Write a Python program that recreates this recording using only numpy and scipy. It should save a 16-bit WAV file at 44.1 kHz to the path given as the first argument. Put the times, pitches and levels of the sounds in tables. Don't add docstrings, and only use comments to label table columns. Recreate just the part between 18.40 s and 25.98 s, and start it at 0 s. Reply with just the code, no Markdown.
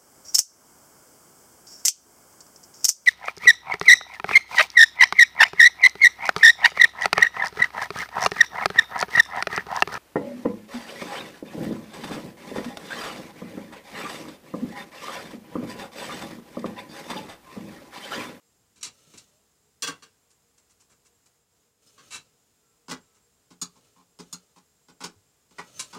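import sys
import numpy as np
from scipy import signal
from scipy.fft import rfft, irfft, next_fast_len
from scipy.io import wavfile
from scipy.ndimage import uniform_filter1d

SR = 44100
rng = np.random.default_rng(int(sys.argv[2]) if len(sys.argv) > 2 else 0)


def master(y):
    cut = np.clip(np.atleast_2d(y).T, -1, 1)
    pcm = np.round(cut * 32767)
    wavfile.write(sys.argv[1], SR, pcm.astype(np.int16))


N = 334278

BAND_EDGES_HZ = np.geomspace(22, 16500, 39)
BAND_HZ = np.sqrt(BAND_EDGES_HZ[1:] * BAND_EDGES_HZ[:-1])
AGE_S = np.arange(int(0.5 * SR)) / SR
LOUD_SAMPLES = int(0.03 * SR)
# edges_hz, centres_hz
ZONE_EDGES_HZ = [600, 2000, 3600]
ZONE_CENTRES_HZ = [280, 1150, 2700, 5500]
ZONE_OCTAVES = np.log2(np.array(ZONE_CENTRES_HZ) / ZONE_CENTRES_HZ[1])

# pitch_hz, level_db (per Hz)
HISS_COLOUR = [(20,-24), (60,1.5), (140,0.5), (340,-5), (470,-7), (750,-7), (1300,-10), (2100,-13),
               (5700,-13), (7300,-9), (10000,-15), (16000,-18.5)]
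# pitch_hz, nominal_width_hz, level_db (rms)
WHINES = [(7460, 64, -79), (6770, 650, -80.5), (5110, 260, -84.5), (472.4, 29, -83), (421.7, 26, -84)]
DIP_TIMES = [3.06, 3.35]
HISS_LEVEL_DB = -69.5
DIP_DB, DIP_WIDTH_S = -4, 0.069

# [(pitch_hz, level_db)]
TERMINAL_TICKS = [(0.359,-64,5,4.3,0.025,[]), (0.41,-60,0,4.7,0.003,[(5700,-55)]),
                  (.429,-45,-14,8.3,0.0047,[(3950,-43.5)]), (.448,-46,-8.5,5.4,0.004,[(5835,-50)]),
                  (.463,-48.5,-6,2.7,0.0051,[]), (.737,-53,6,0.86,0.0027,[]), (.775,-59,-8,8,0.0062,[]),
                  (3.707,-44.5,-16,2.4,0.022,[]), (3.721,-42.5,-14.5,3.3,0.041,[]),
                  (3.744,-43.5,-6.5,2.4,0.0035,[(2676,-46), (3960,-45.5)]),
                  (7.393,-39.5,-10.5,6.26,0.0076,[(1028,-47.5), (9270,-45)])]
BREAKER_KNOCKS = [(1.422,-38,-5.5,7,0.0063,[]), (1.433,-32,-9.5,0.7,0.0089,[(2630,-43), (3360,-38)]),
                  (1.471,-30,-15,1,0.007,[]), (1.483,-33.5,-4,-1.5,0.0025,[(285,-43.5), (1112,-38.5),
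                  (1565,-41.5)]), (1.623,-47,-7,0.5,0.0092,[]), (3.578,-49.5,-11,-1.5,0.023,[]),
                  (4.519,-36.5,-5,-9,0.0054,[(250,-40.5)])]
BOARD_KNOCKS = [(4.482,-41,2.5,-0.5,0.0072,[]), (4.493,-38,-4,1.5,0.0097,[]),
                (4.51,-30.5,-7.5,1,0.0067,[(590,-50.5), (1960,-44.5)]), (5.105,-52.5,7,1,0.014,[]),
                (5.789,-45,7,2.5,0.018,[(420,-50)]), (6.484,-51,1.5,-0.2,0.017,[]),
                (6.605,-36,-4.5,-1,0.017,[]), (6.637,-33,-3.5,2,0.01,[(5200,-51)]),
                (7.108,-61,4.5,1.5,0.0068,[]), (7.183,-30,-11,-4,0.012,[(1930,-44.5), (416,-48.5),
                (2200,-52.5), (2460,-54)]), (7.528,-38.5,-6.5,-0.5,0.023,[]),
                (7.55,-39,2,-4,0.031,[(1220,-46)])]
JAW_SNAPS = [(5.215,-47,2.5,7,0.011,[(1290,-53.5)]), (5.927,-52,3.5,6.6,0.0084,[]),
             (6.637,-57.5,-3,6,0.006,[])]
FINGER_TAPS = [(5.356,-55.5,-0.5,-1,0.018,[]), (5.559,-55,-2.5,-3,0.054,[]), (6.16,-50.5,-1.5,-1,0.025,[])]
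# start_s, strength_db (before the gain of its layer), hardness_db_per_octave, hold_s
GRAZES = [(1.903,-72,6,0.0046), (2.178,-68,4.5,0.0031), (2.297,-69,4.5,0.018), (2.399,-66.5,4.5,0.02),
          (2.498,-61,0.5,0.03), (2.649,-65.5,3.5,0.022), (2.859,-68,4,0.003), (4.746,-66,1.5,0.025)]
GRAZE_THUD_DB = -5
FINGER_TOP_HZ = 1140
SPOT_T60_S = 0.15

# pitch_hz, level_db (relative)
TERMINAL_PARTIALS = [(990,-11), (1233,-10), (1541,-9), (2336,-7), (2680,-6), (2822,-6), (3301,-10),
                     (3810,-4), (3990,-1), (4188,-5), (4430,-1), (4800,-5), (5500,-2), (5837,-2), (7285,0)]
TERMINAL_T60_S = 0.15
TERMINAL_MODES = [(hz, db, TERMINAL_T60_S) for hz, db in TERMINAL_PARTIALS]
# pitch_hz, level_db (relative), t60_s
BREAKER_MODES = [(160,-6,.17), (263,-5,.14), (441,-8,.19), (470,-4,.16), (1112,-1,.14), (1204,-3,.14),
                 (1558,-5,.21), (1604,-2,.16), (1820,-9,.15), (2715,-3,.19), (2821,-3,.16), (3252,-6,.13),
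                 (3360,-5,.19), (4120,-5,.13), (4425,-4,.13), (4700,-5,.12), (5841,-4,.11), (5949,-6,.11),
                 (6311,-8,.11), (7254,-6,.12)]
BOARD_MODES = [(849, 0.5, 0.17), (962, 3, 0.074), (1070, 3, 0.094), (1191, -9, 0.16), (1242, -7, 0.14),
               (1370, -5, 0.14), (1476, 0.5, 0.16), (4690, -8.5, 0.036), (5180, -6, 0.029)]
BENCH_MODES = [(177.5, 4, 0.2), (258.2, 2.5, 0.14), (417, -8, 0.23)]
JAW_MODES = [(848, -11, 0.17), (1119, -6.5, 0.094), (5240, -2.5, 0.049), (5350, -3, 0.052),
             (6690, 4.5, 0.096), (7060, 4, 0.048), (8400, -0.5, 0.018), (8770, -4, 0.028),
             (11500, -9.5, 0.048)]
# pitch_hz, level_db (per Hz)
TERMINAL_COLOUR = [(40,-25), (90,-8), (450,-8.5), (620,-18.5), (1100,-6.5), (1800,-8.5), (2400,-0.5),
                   (4000,-7), (7200,2.5), (9300,-6), (10500,-12), (16000,-38)]
BREAKER_COLOUR = [(40,-31), (90,-9), (300,-8), (480,-5.5), (620,-13), (1200,-5), (2100,-5), (2700,-5.5),
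                  (4500,-7.5), (7000,-11), (9200,-13), (10200,-26), (16000,-27)]
BOARD_COLOUR = [(40,-12), (100,-21.5), (230,1), (450,3), (650,-7.5), (1000,2.5), (1400,-1), (1700,-11.5),
                (2100,-4.5), (4800,-11.5), (7000,-14.5), (9500,-21), (10600,-30.5), (16000,-39)]
JAW_COLOUR = [(40,-39), (170,12), (400,0), (650,-13), (1200,10), (1900,-35.5), (3200,-46), (4000,-7),
              (7000,1.5), (9400,-4), (10200,-16), (16000,-21)]

# start_s, end_s, level_db (drive at the end, before the jerks), treble_db (extra drive of the treble)
SLIDES = [(0.52,0.766,-58,-0.5), (3.418,3.48,-63.5,3), (3.563,3.672,-56,-3.5), (5.29,5.477,-66,-2.5),
          (5.796,5.937,-64,0), (7.11,7.294,-55.5,-3.5), (7.307,7.387,-51,0), (7.418,7.55,-55,-1)]
# pitch_hz, level_db
RUB_COLOUR = [(59, -30), (100, -3), (308, -2), (480, -1.5), (680, -10), (1080, -5), (1720, -8),
              (2040, -9.5), (7500, -8.5), (11000, -15.5), (16000, -24)]
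# pitch_hz, half_width_hz, lift_db
WIRE_RESONANCES = [(1300,49,5.5), (2850,89,3), (4400,340,2), (6560,460,7)]
SLIDE_TREBLE_HZ = 3230
SLIDE_SWELL_DB, SLIDE_ATTACK_S, SLIDE_RELEASE_T60_S = 9, 0.0068, 0.74
SLIDE_JERK_DB, SLIDE_JERKS_PER_S = -1, 70

# start_s, pitch_hz, level_db (where the decay begins), t60_s
BUMPS = [(0.673, 156, -51, 0.1), (6.759, 96.4, -49, 0.15)]
# start_s, end_s, start_pitch_hz, end_pitch_hz, level_db (peak), jitter (share of the pitch)
GLIDES = [(0.845, 1.05, 520, 692, -73, .004), (3.464, 3.503, 5130, 5200, -60, 0.018),
          (4.188, 4.393, 1376, 1316, -76, .004), (4.581, 4.83, 1332, 1290, -74.5, 0.0037),
          (7.338, 7.41, 6230, 6160, -48.5, 0.025)]
CUTOFF_HZ = 15850


def from_db(db):
    return 10 ** (np.asarray(db) / 20)


def rms_one(x):
    return x / np.sqrt(np.mean(x ** 2) + 1e-20)


def band_gains(colour):
    hz, db = np.transpose(colour)
    density_db = np.interp(np.log(BAND_HZ), np.log(hz), db)
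    gains = from_db(density_db) * np.sqrt(np.diff(BAND_EDGES_HZ))
    return gains / np.linalg.norm(gains)


def noise_bands():
    white = rng.standard_normal((2, N))
    bands = []
    for k, edges in enumerate(zip(BAND_EDGES_HZ, BAND_EDGES_HZ[1:])):
        sos = signal.butter(3, edges, "band", fs=SR, output="sos")
        bands.append(rms_one(signal.sosfilt(sos, white[k % 2])))
    return np.array(bands)


def background(bands):
    out = band_gains(HISS_COLOUR) @ bands * from_db(HISS_LEVEL_DB)
    for hz, width_hz, db in WHINES:
        b, a = signal.iirpeak(hz, hz / (0.55 * width_hz), fs=SR)
        once = signal.lfilter(b, a, rng.standard_normal(N))
        out += from_db(db) * rms_one(signal.lfilter(b, a, once))
    t = np.arange(N) / SR
    dips = sum(np.exp(-((t - s) / DIP_WIDTH_S) ** 2) for s in DIP_TIMES)
    return out * from_db(DIP_DB * dips)


def dying(hz, t60, hold, room_db=-35):
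    build_cycles, swell_db, swell_share, room_t60_s = 1.38, -4, 0.63, 0.99
    build = 1 - np.exp(-(AGE_S * hz[:, None] / build_cycles) ** 2)
    swell = from_db(swell_db * np.exp(-AGE_S / (swell_share * hold)))
    fall = from_db(-60 * np.maximum(AGE_S - hold, 0) / t60[:, None])
    room = from_db(room_db - 60 * AGE_S / room_t60_s)
    return build * swell * np.hypot(fall, room)


def scatter(bands, colour, t60, hold):
    bass_lasts, grain_db, longest_bounce_s, bounce = 0.2, 2.5, 0.0025, 0.85
    start = rng.integers(SR // 2, N - len(AGE_S))
    grain = rms_one(uniform_filter1d(rng.standard_normal(len(AGE_S)), size=60))
    treble_share = np.clip(BAND_HZ / 5000, 0, 1)[:, None]
    earlier = start - int(longest_bounce_s * rng.uniform(0.5, 1) * SR)
    direct = bands[:, start:start + len(AGE_S)]
    reflected = bands[:, earlier:earlier + len(AGE_S)]
    crack = direct + bounce * np.sqrt(treble_share) * reflected
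    band_t60 = t60 * (BAND_HZ / 3000) ** -bass_lasts
    waves = crack * dying(BAND_HZ, band_t60, hold)
    waves = waves * (1 + treble_share * (from_db(grain_db * grain) - 1))
    energy = np.sum(waves ** 2, axis=1) / LOUD_SAMPLES
    return waves * (band_gains(colour) / np.sqrt(energy))[:, None]


def ringing(modes, hold, blur):
    uneven_db, blur_hz, room_db = 1.5, 15, -44
    hz, db, t60 = np.transpose(modes)
    strength = from_db(db + uneven_db * rng.standard_normal(len(hz)))
    waver = uniform_filter1d(rng.standard_normal((len(hz), len(AGE_S))), size=90)
    pitch = hz[:, None] + (blur_hz + blur * hz[:, None]) * rms_one(waver)
    turns = np.cumsum(pitch, axis=1) / SR + rng.random((len(hz), 1))
    waves = strength[:, None] * np.sin(2 * np.pi * turns) * dying(hz, t60, hold, room_db)
    return waves / np.sqrt(np.sum(waves ** 2) / LOUD_SAMPLES)


def contacts(bands, events, modes, colour, level_db, ring_db, clack_db, t60, blur):
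    out = np.zeros(N + len(AGE_S))
    hz = np.r_[BAND_HZ, np.array(modes)[:, 0]]
    zone = np.digitize(hz, ZONE_EDGES_HZ)
    for s, strength_db, thud_db, hardness, hold, partials in events:
        tilt_db = hardness * np.maximum(ZONE_OCTAVES, 0)
        zone_db = strength_db + tilt_db + np.array([thud_db, 0, clack_db, 0])
        crack = scatter(bands, colour, t60, hold)
        ring = from_db(ring_db) * ringing(modes, hold, blur)
        waves = np.vstack([crack, ring])
        power = np.mean(waves[:, :LOUD_SAMPLES] ** 2, axis=1)
        natural_db = 10 * np.log10(np.bincount(zone, power))
        weight_db = np.interp(np.log(hz), np.log(ZONE_CENTRES_HZ), zone_db - natural_db)
        blow = from_db(weight_db + level_db) @ waves
        for spot_hz, db in partials:
            blow += from_db(db) * ringing([(spot_hz, 0, SPOT_T60_S)], hold, blur)[0]
        at = int(s * SR)
        out[at:at + len(AGE_S)] += blow
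    return out[:N]


def terminal_ticks(bands):
    return contacts(bands, TERMINAL_TICKS, TERMINAL_MODES, TERMINAL_COLOUR,
                    level_db=-7.5, ring_db=-3.0, clack_db=-3.0, t60=0.14, blur=0.0094)


def pressure(treble):
    t, out = np.arange(N) / SR, np.zeros(N)
    for start, end, db, treble_db in SLIDES:
        still_to_go = np.clip((end - t) / (end - start), 0, 1)
        attack = np.clip((t - start) / SLIDE_ATTACK_S, 0, 1)
        release_db = -60 * np.maximum(t - end, 0) / SLIDE_RELEASE_T60_S
        drive_db = db + treble * treble_db - SLIDE_SWELL_DB * still_to_go + release_db
        out = np.maximum(out, attack * from_db(drive_db))
    jerks = np.interp(t * SLIDE_JERKS_PER_S, np.arange(N), rng.standard_normal(N))
    return out * from_db(SLIDE_JERK_DB * jerks)


def rubbing():
    slips_per_s, spread_db, smear_t60_s = 1400, 1.5, 0.052
    slip_size = from_db(spread_db * np.minimum(rng.exponential(1, N), 4))
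    slips = (rng.random(N) < slips_per_s / SR) * rng.choice([-1, 1], N) * slip_size
    reflections = rng.standard_normal(len(AGE_S)) * from_db(-60 * AGE_S / smear_t60_s)
    hz, db = np.transpose(RUB_COLOUR)
    size = next_fast_len(N)
    bins_hz = np.maximum(np.fft.rfftfreq(size, 1 / SR), 1)
    colour_db = np.interp(np.log(bins_hz), np.log(hz), db)
    for centre, half_width, lift_db in WIRE_RESONANCES:
        colour_db += lift_db / (1 + ((bins_hz - centre) / half_width) ** 2)
    spectrum = rfft(slips, size) * rfft(reflections, size) * from_db(colour_db)
    rub = rms_one(irfft(spectrum, size)[:N])
    lowpass = signal.butter(2, SLIDE_TREBLE_HZ, fs=SR, output="sos")
    body = signal.sosfiltfilt(lowpass, rub)
    return body * pressure(treble=False) + (rub - body) * pressure(treble=True)


def bumps():
    out = np.zeros(N)
    for s, hz, db, t60 in BUMPS:
        age = np.maximum(np.arange(N) / SR - s, 0)
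        build = 1 - np.exp(-age * hz)
        out += np.sin(2 * np.pi * hz * age) * build * from_db(db - 60 * age / t60)
    return out


def gliding_tones():
    out = np.zeros(N)
    for start, end, start_hz, end_hz, db, jitter in GLIDES:
        at = np.arange(int(start * SR), int(end * SR))
        waver = rms_one(uniform_filter1d(rng.standard_normal(N), size=40))[at]
        pitch = np.linspace(start_hz, end_hz, len(at)) * (1 + jitter * waver)
        phase = 2 * np.pi * np.cumsum(pitch) / SR
        out[at] += from_db(db) * np.sin(phase) * np.sqrt(np.hanning(len(at)))
    return out


def breaker_knocks(bands):
    return contacts(bands, BREAKER_KNOCKS, BREAKER_MODES, BREAKER_COLOUR,
                    level_db=-6.5, ring_db=2.0, clack_db=-5.0, t60=0.17, blur=0.005)


def terminal_grazes(bands):
    touches = [(s, db, GRAZE_THUD_DB, hardness, hold, []) for s, db, hardness, hold in GRAZES]
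    return contacts(bands, touches, TERMINAL_MODES, TERMINAL_COLOUR,
                    level_db=-6.0, ring_db=-10.0, clack_db=-8.0, t60=0.13, blur=0.0082)


def board_knocks(bands):
    return contacts(bands, BOARD_KNOCKS, BOARD_MODES + BENCH_MODES, BOARD_COLOUR,
                    level_db=-8.5, ring_db=0.5, clack_db=-7.5, t60=0.14, blur=0.016)


def jaw_snaps(bands):
    return contacts(bands, JAW_SNAPS, JAW_MODES + BENCH_MODES, JAW_COLOUR,
                    level_db=-0.85, ring_db=7.0, clack_db=-9.0, t60=0.13, blur=0.0142)


def finger_taps(bands):
    low_modes = [mode for mode in BOARD_MODES + BENCH_MODES if mode[0] < FINGER_TOP_HZ]
    return contacts(bands, FINGER_TAPS, low_modes, BOARD_COLOUR,
                    level_db=-8.5, ring_db=5.0, clack_db=-10.0, t60=0.14, blur=0.018)


def scene():
    bands = noise_bands()
    out = background(bands)
    out += terminal_ticks(bands) + rubbing() + bumps() + gliding_tones()
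    out += breaker_knocks(bands) + terminal_grazes(bands) + board_knocks(bands)
    out += jaw_snaps(bands) + finger_taps(bands)
    return out[None]


def record(dry):
    lowpass = signal.ellip(12, 0.1, 80, CUTOFF_HZ, fs=SR, output="sos")
    return signal.sosfilt(lowpass, dry)


dry = scene()
out = record(dry)
master(out)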